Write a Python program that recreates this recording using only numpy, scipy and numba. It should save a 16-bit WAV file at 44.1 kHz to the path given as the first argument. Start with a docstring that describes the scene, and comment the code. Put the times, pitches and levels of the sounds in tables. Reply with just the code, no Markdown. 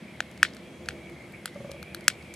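"""A campfire at night, a couple of metres from a stereo camera. Logs pop and tick: each burst is a filtered click
that bounces in the hollow between the logs, plus other filtered clicks and noise; the burst comes back once
from a surface nearby and leaves a short scattered tail. Bands of noise make a low flame roar with a faint
treble hiss, and a wavering, whistle-like hiss of sap. A short run of dull knocks is made of decaying sines."""
import sys
import numpy as np
from scipy import signal
from scipy.fft import rfft, irfft
from scipy.io import wavfile
from scipy.ndimage import uniform_filter1d, map_coordinates
from numba import njit

SR = 44100
rng = np.random.default_rng(int(sys.argv[2]) if len(sys.argv) > 2 else 0)


def rack_gain(trim_db):
    """Turn a fader trim in dB into the linear factor to multiply a signal by."""
    fader = np.asarray(trim_db, float)
    return 10 ** (fader / 20)


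def file_out(sig):
    """Save sig as 16-bit WAV at sys.argv[1]."""
    # one column per channel
    cols = np.atleast_2d(sig).T
    # limit, then scale
    lim = np.clip(cols, -1, 1)
    pcm = np.round(lim * 32767).astype(np.int16)
    wavfile.write(sys.argv[1], SR, pcm)


N = 103635  # length in samples

# steady fire, relative spectrum: pitch_hz, density_db (per Hz)
FIRE_SPECTRUM = [(18, -70), (30, -48), (50, -34), (66, -22), (84, -6.5), (107, -3), (223, 5), (255, -2.5),
                 (340, -9), (399, -10), (641, -10.5), (1120, -20.5), (2160, -13), (2670, -17.5),
                 (5300, -30), (11100, -30.5), (14100, -44), (16500, -65)]
# stereo spread of the steady sounds: pitch_hz, side_minus_mid_db
SIDE_SPREAD = [(60, -22), (110, -22.5), (200, -20), (380, -19), (700, -9), (1290, -8), (2380, -12),
               (4400, -4.5), (8120, -8), (15000, -8)]
# resonances in the roar and hiss: pitch_hz, width_hz, level_db (before they swell and waver)
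ROAR_RESONANCES = [(76, 5.9, -57.5), (151, 5.7, -62.5), (190, 10, -61), (342.2, 14.3, -55.5),
                   (497.7, 39, -60), (622, 86, -59), (3282, 16, -70)]
# how those resonances swell and sink: time_s, gain_db
ROAR_SWELL = [(0, -1), (.5, 0), (.8, 2.5), (.9, 6), (1.08, 3), (1.25, -1), (1.5, -1.5), (1.7, 1), (1.95, 3),
              (2.1, 1), (2.35, 0.5)]
# sap hiss, before its random wavering: time_s, centre_hz, gain_db
SAP_PATH = [(0, 2190, -56), (.13, 2310, -50), (.18, 2100, -56.5), (.35, 2140, -56), (.5, 2200, -54),
            (.6, 2270, -57), (.66, 2400, -51.5), (.74, 2200, -58), (.95, 2230, -52), (1.08, 2260, -50),
            (1.12, 2140, -54.5), (1.25, 2120, -49.5), (1.325, 2140, -65), (1.34, 2210, -42),
            (1.39, 2200, -51.5), (1.45, 2120, -57), (1.53, 2040, -54), (1.7, 2270, -51), (1.98, 2420, -51),
            (2.05, 2210, -52.5), (2.35, 2330, -48.5)]
# bursts, layer peaks before bounces and filters: start_s, pop_db, pop_pitch_hz, thump_db, crack_db,
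# crack_centre_hz, fizz_db, fizz_centre_hz, echo_and_tail_send_db
BURSTS = [(0.2045, -17.5, 1593, -22.5, -23, 3800, -26.5, 5800, -9.5),
          (0.376, -51, 1610, -72, -47.5, 4300, -47, 7600, -3),
          (0.4299, -3.5, 1640, -25.5, -15, 4500, -11.5, 6400, -2),
          (0.535, -53, 1600, -72, -39.5, 4560, -53, 6800, -4),
          (0.5473, -54, 1590, -70, -47, 4500, -41, 9200, 2),
          (0.567, -47, 1560, -69, -43, 4600, -43.5, 7500, -1),
          (.8590, -47, 1510, -66, -40.5, 4400, -46, 7500, -7),
          (0.8868, -24, 1567, -32.5, -22, 2730, -28, 7360, 1),
          (1.098, -50, 1600, -68, -54, 11600, -51.5, 9000, 0),
          (1.322, -61, 1600, -80, -48, 13200, -55, 8950, 0),
          (1.4570, -29, 1450, -32, -23.5, 3260, -23, 8950, 5),
          (1.545, -59, 1590, -80, -50, 7000, -57, 10000, 0),
          (1.7092, -50, 1600, -75, -45.5, 6440, -53, 11000, -3),
          (1.7154, -52, 1610, -68, -34.5, 4400, -34, 8800, 2.5),
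          (1.828, -39, 1400, -56, -37, 4260, -39, 10500, -23.5),
          (1.9467, -32.5, 1504, -47, -25.5, 4100, -26.5, 10200, -1.5),
          (2.0082, -50, 1570, -65, -45.5, 4430, -44.5, 9400, 0),
          (2.0805, -8.5, 1612, -27, -7, 2580, -4.5, 7500, -5.5),
          (2.225, -62, 1590, -70, -48, 4550, -60.5, 7500, 9),
          (2.339, -51, 1600, -59, -45, 5200, -33, 8000, 9)]
# bounces in the hollow between the logs: delay_round_trips (one lasts 1 / pop_pitch_hz), gain_db
HOLLOW_BOUNCES = [(0, 5), (1.001, -1), (2.015, -4.5), (2.975, -14.5), (3.64, -19)]
# scattered tail: centre_hz, width_hz, gain_db, t60_s
SCATTER_TAIL = [(2200, 1800, -32, 0.1), (3970, 1100, -32.5, 0.18), (8000, 3500, -37, 0.076),
                (5900, 5100, -23, 0.0093)]
# lean of the bursts: pitch_hz, left_minus_right_db
LEFT_LEAN = [(500, .1), (1200, .5), (2400, 1.2), (5000, 4.5), (9000, 3.4), (14000, 4)]
# phase lead of the bursts on the left: pitch_hz, lead_radians
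LEFT_LEAD = [(500, 0.18), (1500, 0.29), (3000, 0.51), (5000, 1), (8000, 0.061), (14000, 0.22)]
# dull knocks: start_s, peak_db (before the bass cut), brightness_db_per_octave
KNOCKS = [(1.558, -30, 1), (1.603, -31, -3), (1.645, -30, -1), (1.693, -32, -.5), (1.713, -38, 2),
          (1.742, -35, 0), (1.762, -38, 1)]
# what a knock rings with, before each knock's own detuning and brightness: pitch_hz, gain_db, t60_s
LOG_MODES = [(147.6, -8, 0.045), (200, 0, 0.035), (339, -7.5, 0.05), (560, 1.5, 0.085), (816, -10, 0.024),
             (1187, -10, 0.038)]

FIRE_DB = -47.5  # rms of the roar before its resonances
SAP_WIDTH_HZ = 200
POP_Q, CRACK_Q, FIZZ_Q = 1.26, 1.48, 1
CRACK_HOLD_S, CRACK_FALL_S = 0.0013, 0.0014  # noise holds, then decays with this time constant
THUMP_HZ, THUMP_WIDTH_HZ = 820, 480
RING_HZ, RING_WIDTH_HZ, RING_DB = 2330, 260, -8  # a log rings with each pop, dB against pop_db
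SNAP_HZ, SNAP_WIDTH_HZ, SNAP_DB = 4400, 520, -5  # splinters ring with each crack, dB against crack_db
TICKS_PER_S, TICK_DB = 30, -56  # average rate, gain of the faintest clicks before filtering
TOP_HZ = 13400  # treble limit of the direct bursts and the tail
ECHO_S, ECHO_DB, ECHO_HZ = 0.0200, -16.5, 2700


def read(table, hz):
    """Reads a table's second column at hz, on a log frequency axis."""
    t = np.array(table, float)
    return np.interp(np.log(np.maximum(hz, 1)), np.log(t[:, 0]), t[:, 1])


def level(x, db):
    """Scales to an rms level."""
    return x * rack_gain(db) / np.sqrt(np.mean(x ** 2))


def peak(x, db):
    """Scales to a peak level."""
    return x * rack_gain(db) / np.abs(x).max()


@njit
def svf(x, hz, width):
    """State-variable band-pass with a moving centre."""
    y, b, l = np.empty(len(x)), 0., 0.
    for i in range(len(x)):
        g, k = np.tan(np.pi * hz[i] / SR), width / hz[i]
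        v = (b + g * (x[i] - l)) / (1 + g * (g + k))
        b, l, y[i] = 2 * v - b, l + 2 * g * v, k * v
    return y


def band(x, hz, width_hz):
    """Band-pass at a fixed or moving centre."""
    centre = np.minimum(hz, .4 * SR) * np.ones(len(x))
    return svf(x + 1e-18, centre, 1. * width_hz)


def twice(x, hz, first_width_hz, second_width_hz):
    """Two band-passes in a row, for steeper skirts."""
    return band(band(x, hz, first_width_hz), hz, second_width_hz)


def walk(rate):
    """Random levels held 1 / rate s and slewed twice."""
    k = int(SR / rate)
    steps = np.repeat(rng.standard_normal(N // k + 1), k)
    return 1.3 * uniform_filter1d(uniform_filter1d(steps, k), k)[:N]


def add(out, x, s):
    """Mixes x in at s seconds."""
    i = int(s * SR)
    out[i:i + len(x)] += x[:N - i]


def delay(x, s):
    """Delays by s seconds, between samples if need be."""
    return map_coordinates(x, [np.arange(len(x)) - s * SR], order=3)


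def pair(make, hz):
    """Left and right from two unrelated noises, one as mid and one as side."""
    mid, side = make(rng.standard_normal(N)), make(rng.standard_normal(N))
    return mid + rack_gain(read(SIDE_SPREAD, hz)) * side * np.array([[1], [-1]])


def flames():
    """Third-octave noise bands that swell together and flicker alone, with a few resonances in the roar."""
    out, swell = 0, walk(0.5)
    for hz in 25 * 2 ** np.arange(0, 9.4, 1 / 3):
        noise = pair(lambda n: twice(n, hz, hz / 3, hz / 3), hz)
        gain_db = read(FIRE_SPECTRUM, hz) + .5 * swell + 1.2 * walk(9)
        out = out + rack_gain(gain_db) * noise
    out = level(out, FIRE_DB)
    shared_swell_db = np.interp(np.arange(N) / SR, *np.array(ROAR_SWELL).T)
    for hz, width_hz, db in ROAR_RESONANCES:
        resonance = level(pair(lambda n: band(n, hz, width_hz), hz), db)
        out = out + rack_gain(walk(5.1) + shared_swell_db) * resonance
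    return out


def sap():
    """Steam hisses from a log end in one narrow, wandering band."""
    rows = np.array(SAP_PATH)
    hz, db = (np.interp(np.arange(N) / SR, rows[:, 0], c) for c in rows.T[1:])
    hz = hz * (1 + 0.02 * walk(12.8))
    hiss = pair(lambda n: twice(n, hz, SAP_WIDTH_HZ, 2 * SAP_WIDTH_HZ), 1460)
    return rack_gain(db + 1.3 * walk(22)) * level(hiss, -2.9)


def ticks():
    """Faint clicks at random moments and strengths, through a broad treble band."""
    hit = rng.random(N) < TICKS_PER_S / SR
    strength = rack_gain(7.3 * rng.exponential(size=N))
    return rack_gain(TICK_DB) * band(hit * strength, 6500, 8000)


def bursts():
    """A suction pulse bouncing between the logs, a thump, a splintering crack and a fizz, with faint ticks.
    Also gives what heads for the echoing surface, and the coloured clicks the surroundings scatter."""
    cracks, sent, clicks = np.zeros(N), np.zeros(N), np.zeros(N)
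    t = np.arange(400) / SR
    fade = np.exp(-np.maximum(t - CRACK_HOLD_S, 0) / CRACK_FALL_S)
    noise = rng.standard_normal((len(BURSTS), 2, len(t))) * fade
    click = -1. * (t == 0)  # negative: suction
    ring = peak(twice(click, RING_HZ, RING_WIDTH_HZ, 2 * RING_WIDTH_HZ), RING_DB)
    snap = peak(twice(click, SNAP_HZ, SNAP_WIDTH_HZ, 2 * SNAP_WIDTH_HZ), SNAP_DB)
    thump = twice(click, THUMP_HZ, THUMP_WIDTH_HZ, 2 * THUMP_WIDTH_HZ)
    for row, (crack_noise, fizz_noise) in zip(BURSTS, noise):
        s, pop_db, pop_hz, thump_db, crack_db, crack_hz, fizz_db, fizz_hz, send_db = row
        pop = twice(click, pop_hz, pop_hz / POP_Q, pop_hz / POP_Q)
        pulse = peak(pop, pop_db)
        hollow = sum(rack_gain(db) * delay(pulse, trips / pop_hz) for trips, db in HOLLOW_BOUNCES)
        crack = peak(twice(crack_noise, crack_hz, crack_hz / CRACK_Q, crack_hz / CRACK_Q), crack_db)
        fizz = peak(twice(fizz_noise, fizz_hz, fizz_hz / FIZZ_Q, fizz_hz / FIZZ_Q), fizz_db)
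        burst = hollow + peak(thump, thump_db) + crack + fizz
        burst = burst + rack_gain(pop_db) * ring + rack_gain(crack_db) * snap
        # the pop, crack and fizz colours as bare clicks, to be scattered
        scatter = peak(np.gradient(pop), pop_db)
        scatter = scatter + peak(band(click, crack_hz, crack_hz), crack_db - 6)
        scatter = scatter + peak(band(click, fizz_hz, fizz_hz), fizz_db + 3.5)
        add(cracks, burst, s)
        add(sent, rack_gain(send_db) * burst, s)
        add(clicks, rack_gain(send_db) * scatter, s)
    return cracks + ticks(), sent, clicks


def fire_pit(near, sent, clicks):
    """Surroundings return one echo and a scattered tail that differs left and right."""
    treble_limit = signal.butter(4, TOP_HZ, fs=SR, output="sos")
    near, clicks = signal.sosfilt(treble_limit, [near, clicks])
    echo = rack_gain(ECHO_DB) * delay(twice(sent, ECHO_HZ, 4500, 4500), ECHO_S)
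    t = np.arange(SR // 5) / SR
    late = t > .002
    swell = 1 + .7 * np.exp(-((t - ECHO_S - .004) / .006) ** 2)  # more comes back just after the echo
    tail = 0
    for hz, width_hz, db, t60 in SCATTER_TAIL:
        ragged = rack_gain(2 * walk(350)[:len(t)])  # separate scatterers
        shape = rack_gain(db) * np.exp(-np.log(1000) * t / t60) * late * swell * ragged
        shared = band(rng.standard_normal(len(t)), hz, width_hz)
        sides = np.array([band(rng.standard_normal(len(t)), hz, width_hz) for _ in "LR"])
        tail = tail + shape * (shared + .5 * sides)
    return near + echo + signal.fftconvolve(clicks[None], tail)[:, :N]


def lean_left(x):
    """The bursts lean left in the treble and reach the left microphone a little early."""
    hz = np.fft.rfftfreq(N, 1 / SR)
    ear = np.array([[1], [-1]])
    lean = rack_gain(read(LEFT_LEAN, hz) / 2 * ear) * np.exp(.5j * read(LEFT_LEAD, hz) * ear)
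    return irfft(rfft(x) * lean, N)


def knocks():
    """A log settles in a run of dull bounces, each a set of decaying modes; the contact is soft."""
    out, t = np.zeros(N), np.arange(SR // 10) / SR
    detune = 0.028 * rng.standard_normal((len(KNOCKS), len(LOG_MODES)))
    soft_onset = 1 - np.exp(-t / 0.00077)
    for (s, db, tilt_db), shifts in zip(KNOCKS, detune):
        ring = 0
        for (hz, mode_db, t60), shift in zip(LOG_MODES, shifts):
            gain = rack_gain(mode_db + tilt_db * np.log2(hz / LOG_MODES[0][0]))
            tone = np.sin(2 * np.pi * hz * (1 + shift) * t)
            ring = ring + gain * tone * np.exp(-np.log(1000) * t / t60)
        add(out, peak(ring * soft_onset, db), s)
    return signal.sosfilt(signal.butter(2, 90, "high", fs=SR, output="sos"), out)


def scene():
    """Sums the flames, the sap, the bursts in their surroundings and the centred knocks."""
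    return flames() + sap() + lean_left(fire_pit(*bursts())) + knocks()


def roll_off(x):
    """The treble ends steeply here."""
    return signal.sosfilt(signal.butter(12, 16790, fs=SR, output="sos"), x)


def record(dry):
    """The camera rounds off the loudest peaks and cuts the deepest bass."""
    soft = dry / (1 + dry ** 4) ** .25
    finished = signal.sosfilt(signal.butter(2, 45, "high", fs=SR, output="sos"), soft)
    return roll_off(finished)


dry = scene()
out = record(dry)
file_out(out)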